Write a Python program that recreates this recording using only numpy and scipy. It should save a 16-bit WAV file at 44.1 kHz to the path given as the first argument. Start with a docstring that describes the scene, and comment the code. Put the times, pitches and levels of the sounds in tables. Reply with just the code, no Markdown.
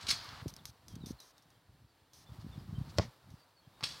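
"""A light metal football goal rattles under a shot, its tubes ringing and the trees round the meadow
echoing it, until the sound stops dead. A child runs up through the grass and kicks: the skin slaps,
the shell thumps, the air inside pings. This ball hits the goal frame too. Throughout, light wind puffs
at the microphone, something ticks close by and a small bird whistles far away."""
import sys
import numpy as np
from scipy import signal
from scipy.fft import rfft, irfft
from scipy.io import wavfile

SR = 44100
rng = np.random.default_rng(int(sys.argv[2]) if len(sys.argv) > 2 else 0)


def transcribe(signal):
    """Save signal, clipped to [-1, 1], as a 16-bit WAV file at the path in sys.argv[1]."""
    frames = np.atleast_2d(signal).T
    limited = np.clip(frames, -1, 1)
    pcm = np.round(limited * 32767).astype(np.int16)
    wavfile.write(sys.argv[1], SR, pcm)


N = 176400
TIME = np.arange(N) / SR


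def amp(db):
    """Decibels to gain."""
    return 10 ** (np.asarray(db) / 20)


def unit_rms(x):
    """Scales to rms 1."""
    return x / np.sqrt(np.mean(x ** 2) + 1e-20)


def at_hz(points, hz):
    """Interpolates (Hz, value) rows along log frequency."""
    points_hz, values = np.transpose(points)
    return np.interp(np.log(hz + 1), np.log(points_hz + 1), values)


def gain_curve(points):
    """Interpolates (s, dB) rows to a gain per sample."""
    return amp(np.interp(TIME, *np.transpose(points)))


def colour(x, spectrum):
    """Minimum-phase filter from (Hz, dB) rows; attacks stay sharp."""
    hz = abs(np.fft.fftfreq(2 * N, 1 / SR))
    log_gain = np.log(amp(at_hz(spectrum, hz)))
    response = np.exp(np.conj(signal.hilbert(log_gain)))
    return np.fft.ifft(np.fft.fft(x, 2 * N) * response).real[:N]


def unit_colour(x, spectrum):
    """The same filter at unit power gain for white input."""
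    return colour(x, spectrum) / np.linalg.norm(colour(signal.unit_impulse(N), spectrum))


def noise(spectrum, envelope):
    """White noise under an envelope, then coloured at unchanged power."""
    return unit_colour(rng.standard_normal(N) * envelope, spectrum)


def wander(rate_hz):
    """Smooth random drift of rms 1."""
    lowpass_divisor = 1 + (np.fft.rfftfreq(N, 1 / SR) / rate_hz) ** 4
    return unit_rms(irfft(rfft(rng.standard_normal(N)) / lowpass_divisor, N))


def burst(start_s, t60_s, rise_s=0.000093):
    """Linear rise, exponential decay."""
    age_s = np.maximum(TIME - start_s, 0)
    return np.minimum(age_s / rise_s, 1) * amp(-60 * np.maximum(age_s - rise_s, 0) / t60_s)


def ring(modes, blows):
    """Decaying (Hz, dB, t60 s) modes, struck at each (s, dB) blow."""
    t = TIME[:SR // 2]
    tone = sum(amp(db - 60 * t / t60_s) * np.sin(2 * np.pi * hz * t) for hz, db, t60_s in modes)
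    return sum(amp(db) * np.interp(TIME - start_s, t, tone, left=0, right=0) for start_s, db in blows)


def reverb(x, decay):
    """Diffuse reflections, each band dying as the (Hz, t60 s) rows say."""
    hz, t, bands = signal.stft(rng.standard_normal(SR), SR, nperseg=256)
    fade = amp(-60 * t / at_hz(decay, hz)[:, None])
    tail = signal.istft(bands * fade, SR, nperseg=256)[1]
    return signal.fftconvolve(x, tail / np.linalg.norm(tail))[:N]


# Loose joints clashing. Each row: start in seconds, level in dB, rise in seconds, t60 in seconds.
JOINT_CLASHES = [(.008, -50.5, 0.0047, 0.31), (0.067, -45.5, 0.00078, 0.11), (.082, -31.5, 0.0088, .12),
                 (.104, -32, 0.0011, 0.024), (0.1092, -26.5, 0.00052, 0.043), (0.124, -44.5, 0.0016, 0.094),
                 (3.839, -29.5, 0.00045, 0.037), (3.851, -45, 0.0016, 0.52)]
# Metal snapping on metal; ball striking the frame. Each row: start in seconds, relative level in dB.
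JOINT_SNAPS = [(.0695, -44), (0.0872, -41), (0.112, -36), (.126, -38), (.29, -50), (3.8353, -37.5),
               (3.8389, -32), (3.8408, -38), (3.871, -45), (3.9075, -49.5)]
BALL_KNOCKS = [(3.808, -41), (3.818, -50), (3.8275, -38)]
# Goal resonances. Each row: frequency in Hz, relative level in dB, t60 in seconds.
TUBE_MODES = [(1150, -22, .3), (2375, -3, .1), (3227, -13, .12), (4290, -7, .32), (4490, -14, .25),
              (4854, -7, .12), (5610, -7, .06), (6620, -10, .07)]
JOINT_MODES = [(3344, -5.5, 0.032), (3546, -6, 0.022), (4060, -4.5, 0.026), (4335, -5.5, 0.041),
               (4663, -6.5, .032), (5320, -9, .02)]
# Impact spectra. Each row: frequency in Hz, relative level in dB.
CLASH_SPECTRUM = [(100, -11), (500, -24), (900, -19.5), (2000, -10), (2800, -8), (3400, -4), (4400, 1),
                  (5300, -4), (6800, -11), (9000, -16), (15000, -31)]
KNOCK_SPECTRUM = [(50, -28), (150, -5), (450, -13), (800, -8.5), (1150, -1), (1500, -17), (2300, -15),
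                  (3000, -24), (4500, -9), (7000, -30), (15000, -45)]


def goal_frame(grain_db=2, tubes_db=-9.5, full_drive_s=0.12):
    """The ball knocks the frame; joints clash and snap. Longer clashes drive the tubes harder."""
    clash_envelope = sum(amp(db) * burst(s, t60_s, rise_s) for s, db, rise_s, t60_s in JOINT_CLASHES)
    grain = unit_rms(amp(grain_db * wander(rate_hz=85)))
    clashes = noise(CLASH_SPECTRUM, clash_envelope * grain)
    tube_blows = [(s, db + 10 * np.log10(t60_s / full_drive_s)) for s, db, _, t60_s in JOINT_CLASHES]
    tubes = amp(tubes_db) * ring(TUBE_MODES, tube_blows)
    snaps = 2 * ring(JOINT_MODES, JOINT_SNAPS)
    knock_envelope = sum(amp(db) * burst(s, t60_s=0.018) for s, db in BALL_KNOCKS)
    return clashes + tubes + snaps + noise(KNOCK_SPECTRUM, knock_envelope)


# Echo off the trees. Each row: frequency in Hz, gain in dB.
ECHO_SPECTRUM = [(100, -16), (500, -12), (1100, -5.5), (1600, -7.5), (2500, -15), (3700, -10.5),
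                 (4350, -10.5), (5000, -8), (6500, -8), (15000, -12.5)]
# Its decay. Each row: frequency in Hz, t60 in seconds.
ECHO_DECAY = [(100, 0.8), (1100, 1.9), (4000, 0.75), (8000, 0.36), (15000, 1.16)]


def tree_echo(x, near_db=-5.5, near_t60_s=0.13):
    """Short reflections from nearby, then the long answer of the trees."""
    near = amp(near_db) * reverb(x, [(1000, near_t60_s)])
    return near + colour(reverb(x, ECHO_DECAY), ECHO_SPECTRUM)


# Wash from the trees; leaves and distant air. Each row: frequency in Hz, relative level in dB.
BREEZE_SPECTRUM = [(100, -10), (500, -15.5), (800, -2.5), (1150, 1.5), (2200, -8.5), (4200, -7),
                   (7000, -20), (15000, -46)]
LEAF_SPECTRUM = [(120, -36.5), (200, -15), (268, 3), (399, -2), (957, -2.5), (1210, -5.5), (1810, -5.5),
                 (2060, -10), (4410, -9.5), (6130, -18.5), (15500, -20.5)]


def leaves(break_s, breeze_db=-54, leaf_db=-73.5, drift_db=1.64):
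    """Air in the leaves: a faint wavering hiss, with a louder wash until the break."""
    breeze = noise(BREEZE_SPECTRUM, amp(breeze_db) * (TIME < break_s))
    return breeze + noise(LEAF_SPECTRUM, amp(leaf_db + drift_db * wander(rate_hz=6.1)))


# Wind rumble. Each row: time in seconds, level in dB.
RUMBLE_LEVELS = [(0, -61), (.2, -58.5), (.53, -54), (.67, -58.5), (.77, -74.5), (.9, -55.5), (1.12, -50),
                 (1.18, -79), (1.55, -70), (1.82, -64.5), (1.93, -81.5), (2.2, -67), (2.44, -50.5),
                 (2.65, -51), (2.76, -43.5), (2.86, -50), (3.05, -51.5), (3.14, -79), (3.32, -54),
                 (3.42, -81), (3.78, -68.5), (3.93, -60.5), (4, -69.5)]
# Its spectrum. Each row: frequency in Hz, relative level in dB.
RUMBLE_SPECTRUM = [(20, -33.5), (45, -3), (70, -3), (115, 1), (200, -9.5), (300, -17.5), (500, -31),
                   (1200, -44.5), (5000, -95)]
# Single eddies. 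Each row: centre in seconds, level in dB, pitch in Hz.
EDDIES = [(0.091, -40, 177), (.131, -42, 130), (0.427, -39.5, 110), (0.461, -31, 278), (.468, -32, 113),
          (0.936, -42, 138), (0.966, -40, 193), (1.009, -40.5, 142), (1.039, -35.5, 195),
          (1.07, -39.5, 195), (1.1084, -31.5, 224), (1.848, -53, 108.6), (2.321, -40, 104),
          (2.389, -38.5, 102), (2.447, -37.5, 156), (2.467, -38.5, 193), (2.56, -39.5, 109),
          (2.58, -36, 134), (2.73, -32, 125), (2.784, -30.5, 127), (2.814, -29.5, 121), (2.966, -40.5, 91),
          (3.019, -37.5, 140), (3.053, -38.5, 124), (3.29, -47.5, 154), (3.341, -40, 116),
          (3.676, -49, 127), (3.833, -41.5, 114)]


def wind(lump_db=3, width_cycles=0.44, edge_db=-15):
    """Wind on the microphone: lumpy rumble, and eddies of about one pressure swing each."""
    lumps = unit_rms(amp(lump_db * wander(rate_hz=40)))
    out = noise(RUMBLE_SPECTRUM, gain_curve(RUMBLE_LEVELS) * lumps)
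    for centre_s, db, hz in EDDIES:
        cycles = (TIME - centre_s) * hz
        phase = 2 * np.pi * cycles
        swing = np.sin(phase) + amp(edge_db) * np.sin(2 * phase)  # the octave steepens the front
        out -= amp(db) * np.exp(-0.5 * (cycles / width_cycles) ** 2) * swing
    return out


# Rustle of grass and clothes. Each row: time in seconds, level in dB.
RUSTLE_LEVELS = [(0, -61.5), (.45, -61), (.8, -69.5), (1.1, -64.5), (1.5, -74.5), (2.05, -79.5), (2.3, -65),
                 (2.5, -62), (2.8, -63), (2.9, -60), (3.05, -60.5), (3.2, -71.5), (3.37, -67), (3.6, -74),
                 (4, -59)]
# Shoes brushing the grass. Each row: centre in seconds, level in dB, width in seconds.
SHOE_SCUFFS = [(2.415, -65.5, 0.014), (2.901, -58.5, 0.009), (2.978, -51.5, .005)]
# Their spectra. Each row: frequency in Hz, relative level in dB.
RUSTLE_SPECTRUM = [(100, -0.5), (400, 1), (1000, 5.5), (2500, -6.5), (4500, -3), (6500, -14), (15000, -16)]
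SCUFF_SPECTRUM = [(300, -11), (2800, -6), (4500, 4.5), (15000, -27)]


def grass():
    """Grass and clothes give a fine grainy rustle that swells with the run-up; shoes scuff the blades."""
    grain = unit_rms(amp(wander(rate_hz=20) + 1.2 * wander(rate_hz=700)))
    rustle = noise(RUSTLE_SPECTRUM, gain_curve(RUSTLE_LEVELS) * grain)
    strokes = sum(amp(db) * np.exp(-0.5 * ((TIME - s) / width_s) ** 2) for s, db, width_s in SHOE_SCUFFS)
    return rustle + noise(SCUFF_SPECTRUM, strokes * grain)


# Close ticks. Each row: start in seconds, base level in dB, rustle level in dB, rustle length in seconds.
CLOSE_TICKS = [(0.245, -48, -75, .003), (0.4808, -43, -54, 0.023), (.539, -47, -69, 0.0036),
               (0.565, -43, -78, 0.0055), (0.655, -35.5, -57, 0.047), (0.883, -44, -63.5, 0.053),
               (0.9552, -49.5, -61, 0.0039), (1.0603, -45, -54.5, 0.059), (1.203, -46.5, -62, 0.11),
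               (1.381, -56, -76, 0.018), (1.4235, -61, -74, 0.014), (1.504, -61, -78, 0.011),
               (2.134, -56, -61.5, 0.11), (3.304, -58, -73.5, 0.056)]
# Their spectrum. Each row: frequency in Hz, relative level in dB.
TICK_SPECTRUM = [(300, -9.5), (2800, -11.5), (3800, -1.5), (5000, 1.5), (6200, 2.5), (7200, -11.5),
                 (8200, -8.5), (10000, -5.5), (11500, -20.5), (12400, -8), (13800, -8.5), (16000, -41)]


def ticks(click_db=14, fizz_db=-5.5, release_s=0.0067):
    """Dry clicks near the microphone, each with a short fizz and a brief rustle."""
    envelope, clicks = np.zeros(N), np.zeros(N)
    for start_s, db, rustle_db, length_s in CLOSE_TICKS:
        clicks[round(start_s * SR)] = amp(db + click_db)
        envelope += amp(db + fizz_db) * burst(start_s, t60_s=0.015)
        rustle_gate = np.clip((start_s + length_s - TIME) / release_s + 1, 0, 1)
        envelope += amp(rustle_db) * burst(start_s, t60_s=1.0) * rustle_gate
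    return unit_colour(clicks, TICK_SPECTRUM) + noise(TICK_SPECTRUM, envelope)


# Song. Each row: start and length in seconds, first, middle and last pitch in Hz, level in dB.
BIRD_NOTES = [(0.58, 0.022, 4700, 3700, 3350, -62), (0.877, 0.1, 3580, 3210, 3370, -69),
              (1.005, 0.078, 4100, 3640, 3550, -63), (1.184, 0.049, 4300, 3920, 3980, -60),
              (1.36, 0.051, 4000, 3690, 3570, -72), (1.504, 0.072, 3500, 3190, 3260, -78),
              (1.875, 0.058, 4760, 4600, 4420, -80.5), (2.09, .05, 3700, 3450, 3330, -78),
              (2.264, 0.037, 3530, 3520, 3500, -65.5), (2.515, 0.04, 3600, 3550, 3320, -61.5),
              (2.585, 0.023, 5070, 5000, 5000, -65), (2.748, 0.033, 3040, 3164, 3080, -62),
              (3.368, 0.083, 4760, 4660, 4550, -71), (3.542, 0.081, 4880, 4400, 4300, -72),
              (3.62, 0.048, 3400, 3210, 3190, -75), (3.718, 0.085, 3610, 3670, 3850, -74)]


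def bird(flutter_db=2.5, echo_db=-7, echo_t60_s=0.23):
    """A far bird's thin slurred whistles, blurred by the trees."""
    song = np.zeros(N)
    waver = 1 + 0.00775 * wander(rate_hz=115)
    for start_s, length_s, first_hz, middle_hz, last_hz, db in BIRD_NOTES:
        progress = np.clip((TIME - start_s) / length_s, 0, 1)
        slur = np.polyfit([0, 0.5, 1], [first_hz, middle_hz, last_hz], 2)
        hz = np.polyval(slur, progress) * waver
        arch = np.sqrt(4 * progress * (1 - progress))
        song += amp(db) * arch * np.sin(2 * np.pi * np.cumsum(hz) / SR)
    song *= unit_rms(amp(flutter_db * wander(rate_hz=59)))
    return song + amp(echo_db) * reverb(song, [(4000, echo_t60_s)])


# The foot meets the ball, sinks in, and the ball springs free.
# Each row: start in seconds, then slap, ping and thump levels in dB.
KICK_PUSHES = [(2.9846, -22, -22, -30), (2.9866, -26, -25.5, -26), (2.9966, -42, -50, -24.5)]
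# Flexing shell; air inside the ball. Each row: frequency in Hz, relative level in dB, t60 in seconds.
SHELL_MODES = [(123, 1, 0.039), (170, -0.5, 0.033), (384, -9, 0.02), (560, -4.5, 0.018), (633, -4, 0.041)]
CAVITY_MODES = [(1098, -16, .08), (1416, -19, .06), (2010, -20, .03), (2470, -23, .03), (3190, -11, .022),
                (4400, -4.5, .014), (5250, -1, .012), (7380, -18, .012)]
# Shoe on skin. Each row: frequency in Hz, relative level in dB.
SLAP_SPECTRUM = [(40, -24), (250, -3.5), (500, 1.5), (700, 4.5), (900, -14), (1500, -13.5), (2000, -6),
                 (2600, -16.5), (5000, -6.5), (7000, -35), (16000, -49)]


def kick(pulse_db=6.5, pulse_tau_s=0.00069):
    """Each push slaps the skin, pings the air inside and thumps the shell with a pressure pulse."""
    slap = noise(SLAP_SPECTRUM, sum(amp(db) * burst(s, t60_s=0.0091) for s, db, _, _ in KICK_PUSHES))
    ping = ring(CAVITY_MODES, [(s, db) for s, _, db, _ in KICK_PUSHES])
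    shell_blows = [(s, db) for s, _, _, db in KICK_PUSHES]
    thump = ring(SHELL_MODES, shell_blows)
    for start_s, db in shell_blows:
        age = np.maximum(TIME - start_s, 0) / pulse_tau_s
        thump += amp(db + pulse_db) * age * (2 - age) * np.exp(-age)
    return slap + ping + thump


# Reflections of the kick. Each row: frequency in Hz, relative level in dB.
SCATTER_SPECTRUM = [(59, -17), (100, 0.5), (268, -4), (317, -14), (546, -7.5), (1630, -21.5), (1880, -14),
                    (2690, -22.5), (5150, -16), (15000, -63)]


def kick_scatter(kick_s, early_db=-44, tail_db=-68, peak_s=0.031, width_s=0.025):
    """Ground and nearby trees scatter the kick: a quick swell of noise and a faint tail."""
    early = np.exp(-0.5 * ((TIME - kick_s - peak_s) / width_s) ** 2) * (TIME > kick_s)
    tail = burst(kick_s, t60_s=0.42, rise_s=peak_s)
    return noise(SCATTER_SPECTRUM, amp(early_db) * early + amp(tail_db) * tail)


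def scene():
    """Same mix in both channels; the goal and its echo are muted from the break to the kick."""
    break_s, kick_s = 0.42, KICK_PUSHES[0][0]
    rattle = goal_frame()
    goal = (rattle + tree_echo(rattle)) * ((TIME < break_s) | (TIME > kick_s))
    mono = goal + leaves(break_s) + wind() + grass() + ticks() + bird() + kick() + kick_scatter(kick_s)
    return np.array([mono, mono])


def record(dry):
    """Faint hiss in opposite polarity on the two channels, a bass cut and a band limit."""
    hiss_db, bass_cut_hz, band_limit_hz = -82, 48, 16100
    hiss = noise([(100, 0), (4000, -19), (8000, -5), (14000, -5.5)], amp(hiss_db))
    highpass = signal.butter(4, bass_cut_hz, "high", fs=SR, output="sos")
    lowpass = signal.firwin(511, band_limit_hz, window=("kaiser", 9), fs=SR)
    out = signal.sosfilt(highpass, dry + np.array([hiss, -hiss]))
    return signal.oaconvolve(out, lowpass[None], "same")


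dry = scene()
out = record(dry)
transcribe(out)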